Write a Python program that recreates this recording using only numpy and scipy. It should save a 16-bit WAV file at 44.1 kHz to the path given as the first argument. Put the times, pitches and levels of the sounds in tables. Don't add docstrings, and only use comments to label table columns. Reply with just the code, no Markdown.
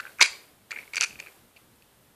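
import sys
import numpy as np
from scipy import signal
from scipy.fft import rfft, irfft, next_fast_len
from scipy.io import wavfile
from scipy.ndimage import uniform_filter1d, map_coordinates

SR = 44100
rng = np.random.default_rng(int(sys.argv[2]) if len(sys.argv) > 2 else 0)


def generate_wav(signal):
    frames = np.transpose(np.atleast_2d(signal))
    scaled = np.clip(frames, -1, 1) * 32767
    pcm = np.round(scaled).astype(np.int16)
    wavfile.write(sys.argv[1], SR, pcm)


def how_loud(loudness_db):
    steps = np.asarray(loudness_db, float) / 20
    return 10 ** steps


N = 94815

# t/s, cavity level/dB, cavity f/Hz, edge level/dB
FUMBLE = [(0.0, -24.5, 1450.0, -42), (0.0027, -32, 1970.0, -43), (0.0041, -41, 1520.0, -35.5),
          (0.0052, -30.5, 1530.0, -53), (0.0168, -47.5, 1670.0, -61.5), (0.0299, -44.5, 2250.0, -60.5),
          (0.0367, -47.5, 1700.0, -62.5), (0.0523, -31.5, 1540.0, -63), (0.0618, -42, 1430.0, -62.5),
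          (0.064, -38, 1590.0, -63), (0.0665, -37.5, 1540.0, -60), (0.07, -36.5, 2440.0, -63),
          (0.0784, -42, 1490.0, -64.5), (0.094, -45, 1530, -64.5), (0.1192, -46.5, 1550, -62.5)]
# t/s, cavity level/dB, cavity f/Hz, edge level/dB
TILT = [(0.7075, -29, 1813, -39), (0.7087, -57, 1802, -39), (0.7103, -40, 1991, -37),
        (0.7138, -29, 2330, -41.5), (0.7263, -31.5, 1393, -59), (0.727, -30.5, 2284, -55),
        (0.7334, -34, 2400, -61.8), (0.7377, -36, 2262, -63), (0.7422, -38, 2100.0, -60),
        (0.7468, -38.7, 2420, -63.3), (0.7593, -31, 2095, -59), (0.7627, -27, 2267, -63),
        (0.7665, -31, 2310, -59.7), (0.773, -34, 1744, -59.5), (0.7746, -33, 2294, -59.6),
        (0.7839, -40, 2188, -63), (0.7873, -26.5, 2274, -46), (0.7926, -33.5, 2348, -57),
        (0.7985, -39.5, 2361, -63), (0.8011, -39.5, 2260.0, -64), (0.8066, -35.5, 2260, -64),
        (0.8138, -41.5, 2460, -66), (0.8237, -44.7, 2130, -67), (0.828, -41, 2120.0, -68),
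        (0.835, -40, 2250.0, -65), (0.8769, -41.5, 2220, -66)]
# t/s, cavity level/dB, cavity f/Hz, edge level/dB
SETTLE = [(1.1079, -36, 2660, -62), (1.1282, -40.7, 2460, -61), (1.1563, -38.5, 2500.0, -63),
          (1.1894, -36, 2420.0, -52), (1.192, -46, 2650.0, -53), (1.1936, -43, 2100, -46),
          (1.1983, -33.5, 2340, -50), (1.2016, -29.5, 2380, -39), (1.2106, -45, 2620, -60),
          (1.2251, -41, 2550, -62), (1.2371, -43, 2450.0, -61.7), (1.2508, -44, 2440, -61.8),
          (1.2608, -44.5, 1313, -56.6), (1.2626, -41.5, 2430, -62.3), (1.2698, -36.5, 2390.0, -53),
          (1.2764, -50, 2380, -62.0), (1.2832, -42.5, 2200.0, -53), (1.2898, -47.0, 2370, -63.7),
          (1.563, -48, 2730, -56.5), (1.5665, -46.5, 2410, -58.5), (1.57, -49, 2550, -51.5),
          (1.5741, -50.5, 2560, -55), (1.8227, -51.5, 2600, -54)]
# t/s, cavity level/dB, cavity f/Hz, edge level/dB, edge f/Hz
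SNAP = [(0.1862, -49.5, 2350, -46.5, 5800), (0.1863, -36.5, 2350.0, -56.5, 5640),
        (0.1929, -32.5, 1410.0, -57.5, 4500.0), (0.1954, -23.5, 1510.0, -59, 6770),
        (0.1978, -34, 2430.0, -51.5, 9500), (0.2005, -32, 2350.0, -60.5, 3680.0),
        (0.2029, -23.5, 1390.0, -45.5, 4770), (0.2074, -18.5, 2060.0, -18.5, 5860),
        (0.2109, -3, 2250.0, -16.5, 3730), (0.213, -13.5, 2420.0, -11, 5300),
        (0.2145, -15, 1050, -11.5, 4330), (0.2163, -13, 2260.0, -17, 6200),
        (0.2183, -23, 2360.0, -12, 4300), (0.2197, -15, 2470.0, -24, 5400), (0.2215, -8, 2370.0, -22, 4200),
        (0.2242, -23.5, 2360.0, -3, 4800), (0.2266, -18.5, 2300.0, -10.5, 3800),
        (0.2289, -11, 2430.0, -9.5, 4080), (0.2315, -28, 2400.0, -21, 4860),
        (0.2352, -25.5, 2370.0, -28, 5060.0), (0.2398, -19, 2380.0, -23, 4070),
        (0.2436, -28.5, 2300.0, -22.5, 3870), (0.2463, -22.5, 2360.0, -28, 6000),
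        (0.25, -23, 2410.0, -36, 5840.0), (0.2531, -26, 2360.0, -29.5, 6130.0),
        (0.2549, -21.5, 2390.0, -38, 3920), (0.2565, -33, 2490.0, -28, 4850),
        (0.259, -21.5, 2310.0, -24, 4580), (0.2606, -30, 3100.0, -23, 4630)]
# t/s, cavity
# level/dB, cavity f/Hz, edge level/dB, edge f/Hz
RATTLE = [(0.7171, -24, 2291, -30, 6960), (0.935, -34, 2400, -58, 7650), (0.9341, -33, 2330, -36, 7640),
          (0.9372, -27.5, 2260, -35.5, 4530), (0.9437, -34, 2400, -46, 4800),
          (0.9448, -28.9, 2250, -48, 6070.0), (0.9468, -33.5, 1420, -34.5, 4770.0),
          (0.9498, -38, 2230, -47.1, 5890.0), (0.9515, -40, 2400, -53.9, 4890.0),
          (0.9572, -29, 2320, -21.5, 5700), (0.966, -39, 2354, -31, 6000),
          (0.9675, -18.0, 2366, -24.5, 4620.0), (0.9688, -38, 2390, -28, 4500),
          (0.9712, -24, 2353, -26, 6260), (0.9754, -27, 2210, -28, 4660.0), (0.9776, -44, 2470, -37, 4700),
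          (0.9792, -18.5, 2393, -29.5, 4420), (0.9819, -41, 2440, -28.5, 4300),
          (0.984, -35, 2410, -33.5, 4500), (0.9973, -38, 2380.0, -57, 4640.0),
          (1.0023, -33.5, 2760.0, -52.5, 4770), (1.0037, -28, 2370, -33, 4130.0),
          (1.0088, -39, 2630, -32.5, 6000), (1.0092, -30.5, 2610, -15.5, 6000),
          (1.0102, -20, 2600, -14.5, 5920.0), (1.017, -23, 1470, -26.5, 4750),
          (1.0178, -20.5, 2538, -20.5, 4670), (1.0247, -25, 2453, -17.5, 5950),
          (1.0277, -38, 2560.0, -31.5, 6220), (1.0291, -30, 1290.0, -38, 4730.0),
          (1.031, -15, 2447, -27.5, 4586), (1.0353, -21.5, 2553, -18.5, 6160.0),
          (1.0389, -22, 2437, -17.5, 9490), (1.0411, -26, 1396, -26, 5890),
          (1.0442, -25, 2470, -23.5, 5910), (1.0461, -43.5, 2566, -27, 4600),
          (1.047, -24, 2373, -47, 4310.0), (1.0594, -35, 2625, -48, 6500.0),
          (1.0629, -44, 2597, -49, 4610.0), (1.2005, -34, 2390, -32.5, 6670)]
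# f/Hz, level/dB, T60/s
SHELL_MODES = [(462, -19, 0.014), (900, -10, 0.0062), (1580, -9, 0.013), (2547, -3, 0.0076),
               (3200, -16, .005)]
# f/Hz, level/dB, T60/s
RIM_MODES = [(3820, -7, 0.005), (4500, -15, 0.026), (6000, -5, 0.0065), (7800, -16, 0.0088),
             (10670, -12.5, 0.00316)]
# f/Hz, level/dB
CRACK_SPECTRUM = [(300, -17), (2500, -1.5), (7000, -1.5), (14000, -20)]
# f/Hz, level/dB, T60/s
KNOCK_MODES = [(150, -37.5, .025), (901.3, -13, .016)]
# start t/s, length/s, level/dB
CHATTER_SPELLS = [
    (0, .13, -57.5),
    (.212, 0.023, -24.5),
    (0.234, .03, -35),
    (.708, 0.02, -39.5),
    (0.761, 0.1, -55.5),
    (0.933, 0.045, -47),
    (1.011, 0.032, -32),
    (1.05, 0.27, -63),
]
# f/Hz, level/dB
RADIATION = [(100, -33.5), (350, 0), (9500, 2), (11500, 1.5), (15000, -20)]
# f/Hz, T60/s
ROOM_T60 = [(300, .35), (2400, 0.35), (4500, 0.37), (8000, 0.33), (13000, 0.15)]
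# f/Hz, level/dB
ROOM_COLOUR = [(300, -3.5), (1400, 0.5), (2400, -2), (3600, -3), (4600, 1), (5700, -4.5), (9000, 6.5),
               (12000, 1.5)]
# f/Hz, level/dB
HISS_SPECTRUM = [(150, -22.5), (400, -6), (1500, -12.5), (3500, -15.5), (6000, -21), (9000, -17.5),
                 (14500, -17)]
# f/Hz, level/dB
RUMBLE_SPECTRUM = [(20, -14.5), (70, -2.5), (130, -2), (300, -5.5), (700, -32.5)]

CAVITY_T60_S, CAVITY_RISE_S = 0.012, 0.00078
SOFTEN_DB_PER_DB = 0.083
EDGE_T60_S, EDGE_RISE_S, EDGE_FADE_POWER = 0.0097, 0.00027, 1.4
DULL_EDGE_HZ, DULL_RIM_DB = 4500, -4
CRACK_T60_S, CRACK_DB = 0.0069, -2
KNOCK_S = 0.2112
CHATTER_HZ, CHATTER_SPREAD, CHATTER_OVERTONE = 2250, 0.22, 1.95
CHATTER_PER_S, CHATTER_DB = 960, 2.5
ROOM_DB, ROOM_DELAY_S, ROOM_BUILD_S = -18, 0.0025, 0.0051
SNAP_WET_DB, SNAP_ENDS_S = 3, 0.3
OPEN_DB, THRESHOLD_DB, SLOPE, RELEASE_DB_PER_S, SMOOTH_S = 9.5, -57, 0.6, 39, 0.02
DUCK_ABOVE_DB, DUCK_SLOPE, DUCK_LATE_S, DUCK_SPAN_S = -28, 1.2, 0.035, 0.055
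HISS_DB = -61
RUMBLE_DB, RUMBLE_SWAY_DB, RUMBLE_DUCK_POWER = -66.5, 3.5, 2.8
SWELL_S, SWELL_WIDTH_S, SWELL_DB = 1.17, 0.091, 8
TOP_HZ = 14500


def contacts():
    sharp = list(SNAP + RATTLE)
    dull = [tuple(row) + (DULL_EDGE_HZ,) for row in FUMBLE + TILT + SETTLE]
    start_s, cavity_db, cavity_hz, edge_db, edge_hz = np.array(sharp + dull).T[:, :, None]
    t = np.arange(SR // 30)[None] / SR
    luck = rng.standard_normal((len(start_s), 24))

    cavity_rise_s = CAVITY_RISE_S * how_loud(SOFTEN_DB_PER_DB * np.clip(cavity_db - edge_db, 0, 20))
    edge_t60_s = EDGE_T60_S * (DULL_EDGE_HZ / edge_hz) ** EDGE_FADE_POWER
    rows = ring(t, cavity_hz, cavity_db + 6.5, CAVITY_T60_S, cavity_rise_s)
    rows += ring(t, edge_hz, edge_db + 1.5, edge_t60_s, EDGE_RISE_S)

    rim_db = edge_db + DULL_RIM_DB * (edge_hz == DULL_EDGE_HZ)
    for k, (hz, db, t60_s) in enumerate(SHELL_MODES + RIM_MODES):
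        in_shell = k < len(SHELL_MODES)
        base_db = cavity_db if in_shell else rim_db
        rise_s = cavity_rise_s if in_shell else EDGE_RISE_S
        mode_hz = hz * (1 + 0.044 * luck[:, k, None])
        mode_db = base_db + db + 3 * luck[:, k + 12, None]
        rows += ring(t, mode_hz, mode_db, t60_s, rise_s)

    crack = coloured(CRACK_SPECTRUM, rows.size).reshape(rows.shape)
    crack *= 1 - np.exp(-(t / EDGE_RISE_S) ** 2)
    rows += how_loud(edge_db + CRACK_DB - 60 * t / CRACK_T60_S) * crack
    return place(start_s[:, 0], rows)


def knock():
    hz, db, t60_s = np.array(KNOCK_MODES).T[:, :, None]
    t = np.arange(SR // 15)[None] / SR
    return place(np.full(len(KNOCK_MODES), KNOCK_S), ring(t, hz, db, t60_s, CAVITY_RISE_S))


def chatter():
    start_s, length_s, db = np.array(CHATTER_SPELLS).T[:, :, None]
    gap_luck, level_luck, pitch_luck = rng.standard_normal((3, len(CHATTER_SPELLS), 180))
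    since_s = np.cumsum(np.exp(0.6 * gap_luck), axis=1) / CHATTER_PER_S
    tick_db = db + CHATTER_DB + 3 * level_luck - 5 * since_s / length_s
    tick_db = tick_db - 200 * (since_s > length_s)
    tick_db = tick_db.reshape(-1, 1)
    hz = (CHATTER_HZ * np.exp(CHATTER_SPREAD * pitch_luck)).reshape(-1, 1)
    t = np.arange(SR // 60)[None] / SR
    rows = ring(t, hz, tick_db, CAVITY_T60_S, CAVITY_RISE_S)
    rows += ring(t, CHATTER_OVERTONE * hz, tick_db - 5, EDGE_T60_S, EDGE_RISE_S)
    return place((start_s + since_s).ravel(), rows)


def room(x):
    hz, t, z = signal.stft(rng.standard_normal(SR * 3 // 4), SR, nperseg=256)
    decay = how_loud(-60 * t / along(ROOM_T60, hz)[:, None])
    tail = signal.istft(z * decay, SR, nperseg=256)[1]
    tail = tail * (1 - np.exp(-np.arange(len(tail)) / SR / ROOM_BUILD_S))
    tail = np.pad(tail, (round(ROOM_DELAY_S * SR), 0))
    wet = signal.fftconvolve(x, tail / np.linalg.norm(tail))[:N]
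    return shaped(wet, ROOM_COLOUR)


def expander(x):
    wanted_db = np.clip(SLOPE * (power_db(x, 400) - THRESHOLD_DB), 0, OPEN_DB)
    fall_db = RELEASE_DB_PER_S * np.arange(N) / SR
    gain_db = np.maximum.accumulate(wanted_db + fall_db) - fall_db
    gain_db = uniform_filter1d(gain_db, round(SMOOTH_S * SR))

    slow_db = power_db(x, round(DUCK_SPAN_S * SR))
    late_db = np.pad(slow_db, (round(DUCK_LATE_S * SR), 0), "edge")[:N]
    duck_db = DUCK_SLOPE * np.maximum(late_db - DUCK_ABOVE_DB, 0)
    return how_loud(gain_db), how_loud(-duck_db)


def hiss(gain, duck):
    return gain * duck * how_loud(HISS_DB) * coloured(HISS_SPECTRUM, N)


def rumble(duck):
    sway = map_coordinates(rng.standard_normal(N // 4000 + 4), [np.arange(N) / 4000])
    swell_db = SWELL_DB * np.exp(-((np.arange(N) / SR - SWELL_S) / SWELL_WIDTH_S) ** 2)
    level = how_loud(RUMBLE_DB + RUMBLE_SWAY_DB * sway + swell_db)
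    return duck ** RUMBLE_DUCK_POWER * level * coloured(RUMBLE_SPECTRUM, N)


def ring(t, hz, db, t60_s, rise_s):
    rise = 1 - np.exp(-(t / rise_s) ** 2)
    return how_loud(db - 60 * t / t60_s) * rise * np.sin(2 * np.pi * hz * t)


def place(start_s, rows):
    first = np.clip(np.round(start_s * SR).astype(int), 0, N)
    at = first[:, None] + np.arange(rows.shape[1])
    return np.bincount(at.ravel(), rows.ravel(), N + rows.shape[1] + 1)[:N]


def power_db(x, span):
    return 10 * np.log10(np.abs(uniform_filter1d(x ** 2, span)) + 1e-12)


def along(points, hz):
    f, v = np.transpose(points)
    return np.interp(np.log(hz + 1), np.log(f + 1), v)


def shaped(x, points):
    m = next_fast_len(len(x) + 4096)
    gain = how_loud(along(points, np.fft.rfftfreq(m, 1 / SR)))
    return irfft(rfft(x, m) * gain, m)[:len(x)]


def coloured(points, n):
    x = shaped(rng.standard_normal(n), points)
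    return x / np.sqrt(np.mean(x ** 2) + 1e-20)


def scene():
    prop = shaped(contacts() + chatter(), RADIATION) + knock()
    in_snap = np.arange(N) < SNAP_ENDS_S * SR
    prop = prop + room(prop * how_loud(ROOM_DB + SNAP_WET_DB * in_snap))
    gain, duck = expander(prop)
    mix = prop + hiss(gain, duck) + rumble(duck)
    return np.array([mix, mix])


def roll_off(x):
    return signal.sosfilt(signal.butter(12, 15430, fs=SR, output="sos"), x)


def record(dry):
    m = next_fast_len(N)
    limited = dry / (1 + np.abs(dry) ** 16) ** (1 / 16)
    in_band = np.fft.rfftfreq(m, 1 / SR) < TOP_HZ
    mix = irfft(rfft(limited, m) * in_band, m)[:, :N]
    return roll_off(mix)


dry = scene()
out = record(dry)
generate_wav(out)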